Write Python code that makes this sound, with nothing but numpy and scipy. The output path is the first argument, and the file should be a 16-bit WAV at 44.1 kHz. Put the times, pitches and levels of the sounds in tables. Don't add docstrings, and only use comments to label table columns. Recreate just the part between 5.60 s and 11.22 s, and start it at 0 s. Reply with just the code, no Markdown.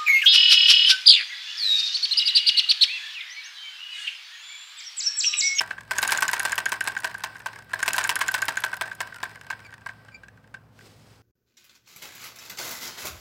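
import sys
import numpy as np
from scipy import signal
from scipy.fft import rfft, irfft
from scipy.io import wavfile

SR = 44100
rng = np.random.default_rng(int(sys.argv[2]) if len(sys.argv) > 2 else 0)


def wrap_up_sound(samples):
    columns = np.atleast_2d(samples).T
    tamed = np.clip(columns, -1, 1)
    steps = np.round(tamed * 32767).astype(np.int16)
    wavfile.write(sys.argv[1], SR, steps)


N = 247842
TIME = np.arange(N) / SR
HIT_TIME = np.arange(4096) / SR


def amp(db):
    return 10 ** (np.asarray(db) / 20)


def unit_rms(x):
    return x / np.sqrt(np.mean(x ** 2) + 1e-20)


def hit_at(x, db, hold_s=.02):
    return amp(db) * x * np.sqrt(hold_s * SR / (np.sum(x ** 2) + 1e-20))


def curve_at(points, hz):
    point_hz, value = np.transpose(points)
    return np.interp(np.log(hz + 1), np.log(point_hz), value)


def add(mix, s, sound):
    part = mix[max(0, round(s * SR)):][:len(sound)]
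    part += sound[:len(part)]


def wander(rate_hz):
    rolloff = np.exp(-(np.fft.rfftfreq(N, 1 / SR) / rate_hz) ** 2)
    return unit_rms(irfft(rfft(rng.standard_normal(N)) * rolloff, N))


def noise(eq, walled=True):
    hz = np.fft.rfftfreq(N, 1 / SR)
    gain = amp(curve_at(eq, hz) + walled * body_db(hz))
    return unit_rms(irfft(rfft(rng.standard_normal(N)) * gain, N))


def ring(modes, swell_s, detune, uneven_db, tilt_db=0):
    hz, db, t60 = np.transpose(modes)[:, :, None]
    pitch, size, phase = rng.standard_normal((len(modes), 3)).T[:, :, None]
    level_db = db + uneven_db * size + tilt_db * np.log2(hz / hz[0]) - 60 * HIT_TIME / t60
    waves = amp(level_db) * np.sin(2 * np.pi * (hz * (1 + detune * pitch) * HIT_TIME + phase))
    attack = 1 - np.exp(-(HIT_TIME / swell_s) ** 2)
    return waves.sum(0) * attack


# (frequency [Hz], t60 [s])
ROOM_DECAY = [(200, 0.51), (1500, 0.19), (5000, 0.1), (14000, 0.028)]
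def room(x, predelay_s=0.0074):
    hz, t, bands = signal.stft(rng.standard_normal(SR // 2), SR, nperseg=256)
    decay = np.exp(-np.log(1000) * t / curve_at(ROOM_DECAY, hz)[:, None])
    tail = signal.istft(bands * decay, SR, nperseg=256)[1]
    tail *= np.clip(np.arange(len(tail)) / (predelay_s * SR) - 1, 0, 1)
    return signal.fftconvolve(x, tail / np.linalg.norm(tail))[:N]


# (frequency [Hz], rms level [dB])
HUM_PARTIALS = [(62, -70.5), (107.4, -59), (161, -73), (211, -70), (264, -72.5), (507, -75.5)]
# (frequency [Hz], gain [dB])
RUSH_EQ = [(20, -35), (40, -34.5), (60, 2), (85, 3), (130, 7), (210, 1.5), (330, -9.5), (480, -5.5),
           (750, -7.5), (1500, -11.5), (3000, -25.5), (7000, -41), (15500, -34.5)]
def vacuum_cleaner(rush_db=-58):
    wobbly_time = np.cumsum(1 + 0.007 * wander(4)) / SR
    hum = sum(amp(db + 1.3 * wander(4)) * np.sqrt(2) * np.sin(2 * np.pi * hz * wobbly_time)
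              for hz, db in HUM_PARTIALS)
    return hum + amp(rush_db + wander(20)) * noise(RUSH_EQ, walled=False)


# (time [s], level [dB])
RUSTLE_ENVELOPE = [(5.1, -74), (5.17, -63), (5.26, -53), (5.31, -58.5), (5.43, -60.5), (5.53, -58.5),
                   (5.62, -66)]
# (frequency [Hz], gain [dB])
RUSTLE_EQ = [(100, -1), (400, 8), (800, 0), (2400, -0.5), (3100, 0), (3700, -2.5), (5200, -3.5), (6200, -5),
             (9000, -11), (15500, -15)]
def hand():
    level_db = np.interp(TIME, *np.transpose(RUSTLE_ENVELOPE)) + wander(60)
    return amp(level_db) * noise(RUSTLE_EQ)


def flywheel_turns(surge_ratio=1.5):
    clack_s = np.transpose(PISTON_CLACKS)[0]
    turn_s = np.diff(clack_s)
    surge = np.append(False, turn_s[:-1] > surge_ratio * turn_s[1:])
    return clack_s[:-1], turn_s, surge


def speed(s, start_speed=4.5, rest_s=5.04):
    start_s, turn_s, surge = flywheel_turns()
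    before_surge = np.roll(surge, -1)
    at_s = start_s + turn_s * np.where(before_surge, .9, .5)
    return np.interp(s, [0, *at_s, rest_s], [start_speed, *(1 / turn_s), 0])


def halvings(full_speed=10):
    return np.log2(full_speed / (speed(TIME) + 1e-3))


CRANK_LAG, VALVE_LAG = .068, .093
def each_turn(timing, levels, surge_lag, surge_db):
    start_s, turn_s, surge = flywheel_turns()
    share = np.interp(1 / turn_s, *np.transpose(timing)) + surge_lag * surge
    db = np.interp(1 / turn_s, *np.transpose(levels)) + surge_db * surge
    return list(zip(start_s + turn_s * share, db))


# (centre [Hz], width [Hz], boost [dB])
WALL_PEAKS = [(2190, 150, 1), (2560, 350, 0), (4120, 220, 3), (4990, 650, 4.5), (8110, 770, 4.5)]
def body_db(hz, comb_hz=379, feedback=0.17):
    comb = 1 / abs(1 - feedback * np.exp(-2j * np.pi * hz / comb_hz))
    peaks_db = sum(db / (1 + (2 * (hz - centre) / width) ** 2) for centre, width, db in WALL_PEAKS)
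    return 20 * np.log10(comb) + peaks_db


# (frequency [Hz], gain [dB])
CRACK_EQ = [(60, -30), (200, -9), (500, -9), (1000, 5), (1800, 3), (2600, 3.5), (3400, -2), (4500, -7.5),
            (7000, -9.5), (9500, -13), (12000, -18.5), (15500, -23)]
def wall_click(tilt_db):
    hz = np.fft.rfftfreq(len(HIT_TIME), 1 / SR)
    eq_db = curve_at(CRACK_EQ, hz) + body_db(hz) + tilt_db * np.log2(1 + hz / 3000)
    cepstrum = irfft(np.log(amp(eq_db)))
    cepstrum[1:len(hz) - 1] *= 2
    cepstrum[len(hz):] = 0
    return irfft(np.exp(rfft(cepstrum)))


def contact(click, decay_s, shake_db, shake_s):
    envelope = np.exp(-HIT_TIME / decay_s) + amp(shake_db) * np.exp(-HIT_TIME / shake_s)
    envelope *= 1 - np.exp(-HIT_TIME / 0.00028)
    burst = envelope * rng.standard_normal(len(HIT_TIME))
    return signal.fftconvolve(burst, click)[:len(HIT_TIME)]


# (frequency [Hz], relative level [dB], t60 [s])
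FRAME_MODES = [(403.4, -22.5, 0.049), (642.3, -13.5, 0.052), (768, -13.5, 0.044), (916.6, -0.5, 0.033),
               (1014, 9.5, 0.018), (1070, -14, 0.063)]
def frame(**voicing):
    return ring(FRAME_MODES, **voicing)


# (frequency [Hz], relative level [dB], t60 [s])
CHAMBER_MODES = [(1080, -7, 0.0088), (1390, -23, 0.032), (1564.5, -1.5, 0.038), (1661, -5.5, 0.021),
                 (1770, -10, 0.027), (1900, -15.5, 0.038), (2150, -14.5, 0.023)]
def chamber(**voicing):
    return ring(CHAMBER_MODES, **voicing)


# (frequency [Hz], gain [dB])
HISS_EQ = [(100, -5.5), (400, 5), (1500, 10.5), (2700, 3), (4200, -4), (5200, -3), (6500, -17),
           (8500, -9.5), (10500, -17), (15500, -14)]
def intake(gain_db=-44, db_per_halving=8.5, peak_share=0.22, swell_db=4, last_turn_end_s=5.2):
    strokes_s = np.append(np.transpose(PISTON_CLACKS)[0], last_turn_end_s)
    turns = np.interp(TIME, strokes_s, np.arange(len(strokes_s)))
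    opening_db = swell_db * np.tanh(2 * np.cos(2 * np.pi * (turns - peak_share)) + .5)
    fader_db = gain_db - db_per_halving * halvings()
    air = noise(HISS_EQ)
    hollow = chamber(swell_s=0.0022, detune=0, uneven_db=-4.5)
    rubbing = unit_rms(signal.oaconvolve(air, hollow)[:N])
    return amp(fader_db + opening_db) * (air + amp(-1) * rubbing)


# (time [s], pitch [Hz], level [dB])
AXLE_GLIDES = [
    [(4.04, 2540, -55), (4.065, 2320, -47), (4.085, 2200, -65)],
    [(4.52, 2320, -53), (4.54, 2420, -61), (4.547, 2360, -39.5), (4.565, 2354, -50), (4.578, 2330, -76)],
]
def axle(harmonics_db=(0, -11, -19)):
    out = np.zeros(N)
    for glide in AXLE_GLIDES:
        s, hz, db = np.transpose(glide)
        cycles = np.cumsum(np.interp(TIME, s, hz) * (1 + .024 * wander(500))) / SR
        tone = sum(gain * np.sin(2 * np.pi * k * cycles) for k, gain in enumerate(amp(harmonics_db), 1))
        gate = (TIME > s[0]) * (TIME < s[-1])
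        out += unit_rms(tone) * amp(np.interp(TIME, s, db) + 1.5 * wander(250)) * gate
    return out


def touch(click):
    tick = contact(click, decay_s=0.0016, shake_db=-24, shake_s=.005)
    hollow = chamber(swell_s=0.0022, detune=0.052, uneven_db=6)
    return hit_at(tick, -5) + hit_at(hollow, -2.9)


def chatter(gain_db=-36.5, db_per_halving=9, top_per_s=150, spread_db=3.5, bricks=24):
    out, click = np.zeros(N), wall_click(tilt_db=2.5)
    fader = amp(gain_db - db_per_halving * halvings())
    per_s = top_per_s * (fader / fader.max()) ** .75
    strengths = amp(spread_db * np.minimum(rng.exponential(1, N), 3))
    triggers = strengths * (rng.random(N) < per_s / SR)
    brick = rng.integers(0, bricks, N)
    for k in range(bricks):
        voice = touch(click) + hit_at(frame(swell_s=0.005, detune=0.031, uneven_db=6), -10.5)
        out += signal.oaconvolve(triggers * (brick == k), voice)[:N]
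    lows = signal.sosfiltfilt(signal.butter(2, 2600, fs=SR, output="sos"), out)
    treble_gain = amp(-1.5 * halvings())
    return fader * (lows + treble_gain * (out - lows)) / np.std(out)


# (time [s], level [dB])
BRICK_CLICKS = [(0.497, -29), (1.8011, -47), (3.5598, -45.5), (3.8119, -45), (4.1395, -46), (4.3105, -60),
                (4.635, -62), (4.6834, -50), (4.7735, -65.5), (4.875, -63), (5.1898, -53), (5.2085, -54)]
# (speed [turns/s], delay after the clack [turns])
SLAP_TIMING = [(7, .28), (9, .27)]
# (speed [turns/s], level [dB])
SLAP_LEVELS = [(4, -53), (7, -51), (9, -34)]
def clicks():
    out, click = np.zeros(N), wall_click(tilt_db=0.5)
    for s, db in BRICK_CLICKS + each_turn(SLAP_TIMING, SLAP_LEVELS, CRANK_LAG, surge_db=-10):
        add(out, s, hit_at(touch(click), db))
    return out


# (frequency [Hz], relative level [dB], t60 [s])
SLIDER_MODES = [(5160, -18.5, 0.013), (6763, -2, 0.0095), (7670, -31, 0.035), (9330, -11.5, 0.019),
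                (11100, -3.5, 0.0053), (12900, -12.5, 0.0047), (14800, -16, .008)]
def slider(cues, tilt_db, touch_db):
    out, click = np.zeros(N), wall_click(tilt_db=5)
    for s, db in cues:
        ping = ring(SLIDER_MODES, swell_s=0.00053, detune=0.019, uneven_db=4.5, tilt_db=tilt_db)
        tick = contact(click, decay_s=0.0032, shake_db=11.5, shake_s=0.0061)
        add(out, s, hit_at(ping, db) + hit_at(tick, db + touch_db))
    return out


# (speed [turns/s], delay after the clack [turns])
OPEN_TIMING = [(5.9, .6), (6.5, .565), (7.7, .537), (10, .52)]
# (speed [turns/s], level [dB])
OPEN_LEVELS = [(5, -68.5), (6.3, -38), (7.7, -31.5), (10, -30.5)]
# (speed [turns/s], delay after the clack [turns])
SHUT_TIMING = [(3.5, .67), (5.2, .72), (6.5, .785), (8.4, .828), (10.5, .85)]
# (speed [turns/s], level [dB])
SHUT_LEVELS = [(3.5, -69.5), (5.7, -49), (6.5, -43.5), (10.5, -38.5)]
def valve():
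    opens = each_turn(OPEN_TIMING, OPEN_LEVELS, VALVE_LAG, surge_db=3)
    shuts = each_turn(SHUT_TIMING, SHUT_LEVELS, VALVE_LAG, surge_db=0.5)
    return slider(opens, tilt_db=-6.5, touch_db=-1.5) + slider(shuts, tilt_db=16.5, touch_db=-2.5)


def knocks(cues, damping_s, touch_db):
    out, click = np.zeros(N), wall_click(tilt_db=-5)
    choke = np.exp(-(HIT_TIME / damping_s) ** 2)
    for s, db in cues:
        hollow = chamber(swell_s=.0045, detune=.008, uneven_db=2) * choke
        tap = contact(click, decay_s=0.002, shake_db=5, shake_s=0.01)
        add(out, s, hit_at(hollow, db) + hit_at(tap, db + touch_db))
    return out


# (time [s], level [dB])
STALL_KNOCKS = [(0.1072, -29), (0.1802, -37), (3.8653, -49.5), (4.1247, -45.5), (4.216, -52.5),
                (4.483, -47.5), (4.6332, -46), (4.682, -58), (4.7735, -59.5), (4.84, -58.5),
                (4.9412, -38.5)]
# (speed [turns/s], delay after the clack [turns])
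RETURN_TIMING = [(4.4, .523), (5.85, .533), (6.5, .572), (8.5, .572), (10.8, .635)]
# (speed [turns/s], level [dB])
RETURN_LEVELS = [(3.5, -52), (4.5, -40.5), (5.85, -26.5), (7.1, -22.5), (8.4, -25.5), (10.8, -26.5)]
def crank(rebound_s=.0175, rebound_turns=.022, rebound_db=-37.5):
    returns = each_turn(RETURN_TIMING, RETURN_LEVELS, CRANK_LAG, surge_db=1)
    rebounds = [(s + rebound_s + rebound_turns / speed(s), rebound_db) for s, _, _ in PISTON_CLACKS]
    tight = knocks(returns, damping_s=.014, touch_db=-11)
    loose = knocks(rebounds + STALL_KNOCKS, damping_s=.03, touch_db=-8)
    return tight + loose


# (time [s], crack level [dB], chamber level [dB])
PISTON_CLACKS = [(0.0075, -30.5, -27.5), (0.3098, -30, -26.5), (0.4278, -25.5, -26.5), (0.5209, -23.5, -26),
                 (0.623, -24.5, -22.5), (0.7319, -26.5, -30.5), (0.8514, -27.5, -27),
                 (0.9794, -27.5, -27.5), (1.1196, -30, -29), (1.274, -29, -28.5), (1.4442, -31.5, -26.5),
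                 (1.637, -32.5, -34.5), (1.8598, -35, -30.5), (2.1337, -36, -26), (2.2792, -24.5, -28.5),
                 (2.3812, -25, -27), (2.4927, -24, -33), (2.612, -28, -24.5), (2.7415, -27.5, -24.5),
                 (2.8825, -28, -28.5), (3.0377, -29, -26), (3.2111, -30.5, -29), (3.4047, -31.5, -29.5),
                 (3.63, -35.5, -30.5), (3.902, -38, -29.5), (4.2615, -45, -34.5)]
def piston(firm_crack_db=-27, firm_thud_db=-31):
    out, bright_click = np.zeros(N), wall_click(tilt_db=7.5)
    for s, crack_db, ring_db in PISTON_CLACKS:
        click = wall_click(tilt_db=0.35 * (crack_db + 35))
        bounce_s, flick_s = s + rng.normal([.0038, .01], [.0003, .0006])
        crack = contact(click, decay_s=0.00071, shake_db=2, shake_s=0.0027)
        bounce = contact(click, decay_s=0.00073, shake_db=-10.5, shake_s=0.0085)
        flick = contact(bright_click, decay_s=0.00085, shake_db=-14, shake_s=0.0024)
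        thud = frame(swell_s=.003, detune=.012, uneven_db=2)
        thud_db = firm_thud_db + 0.49 * (crack_db - firm_crack_db)
        hollow = chamber(swell_s=0.0058, detune=0.017, uneven_db=5.5)
        add(out, s, hit_at(crack, crack_db))
        add(out, bounce_s, hit_at(bounce, crack_db - 3.5))
        add(out, flick_s, hit_at(flick, crack_db - 8.5))
        add(out, s + 0.001608, hit_at(thud, thud_db))
        add(out, s + 0.00038, hit_at(hollow, ring_db))
    return out


def scene(reverb_db=-20):
    engine = piston() + crank() + valve() + chatter() + clicks() + intake() + axle()
    return (engine + amp(reverb_db) * room(engine) + vacuum_cleaner() + hand())[None]


def record(dry):
    high_cut = signal.firwin(255, 15900, window=("kaiser", 8), fs=SR)
    return signal.oaconvolve(dry, high_cut[None], "same")


dry = scene()
out = record(dry)
wrap_up_sound(out)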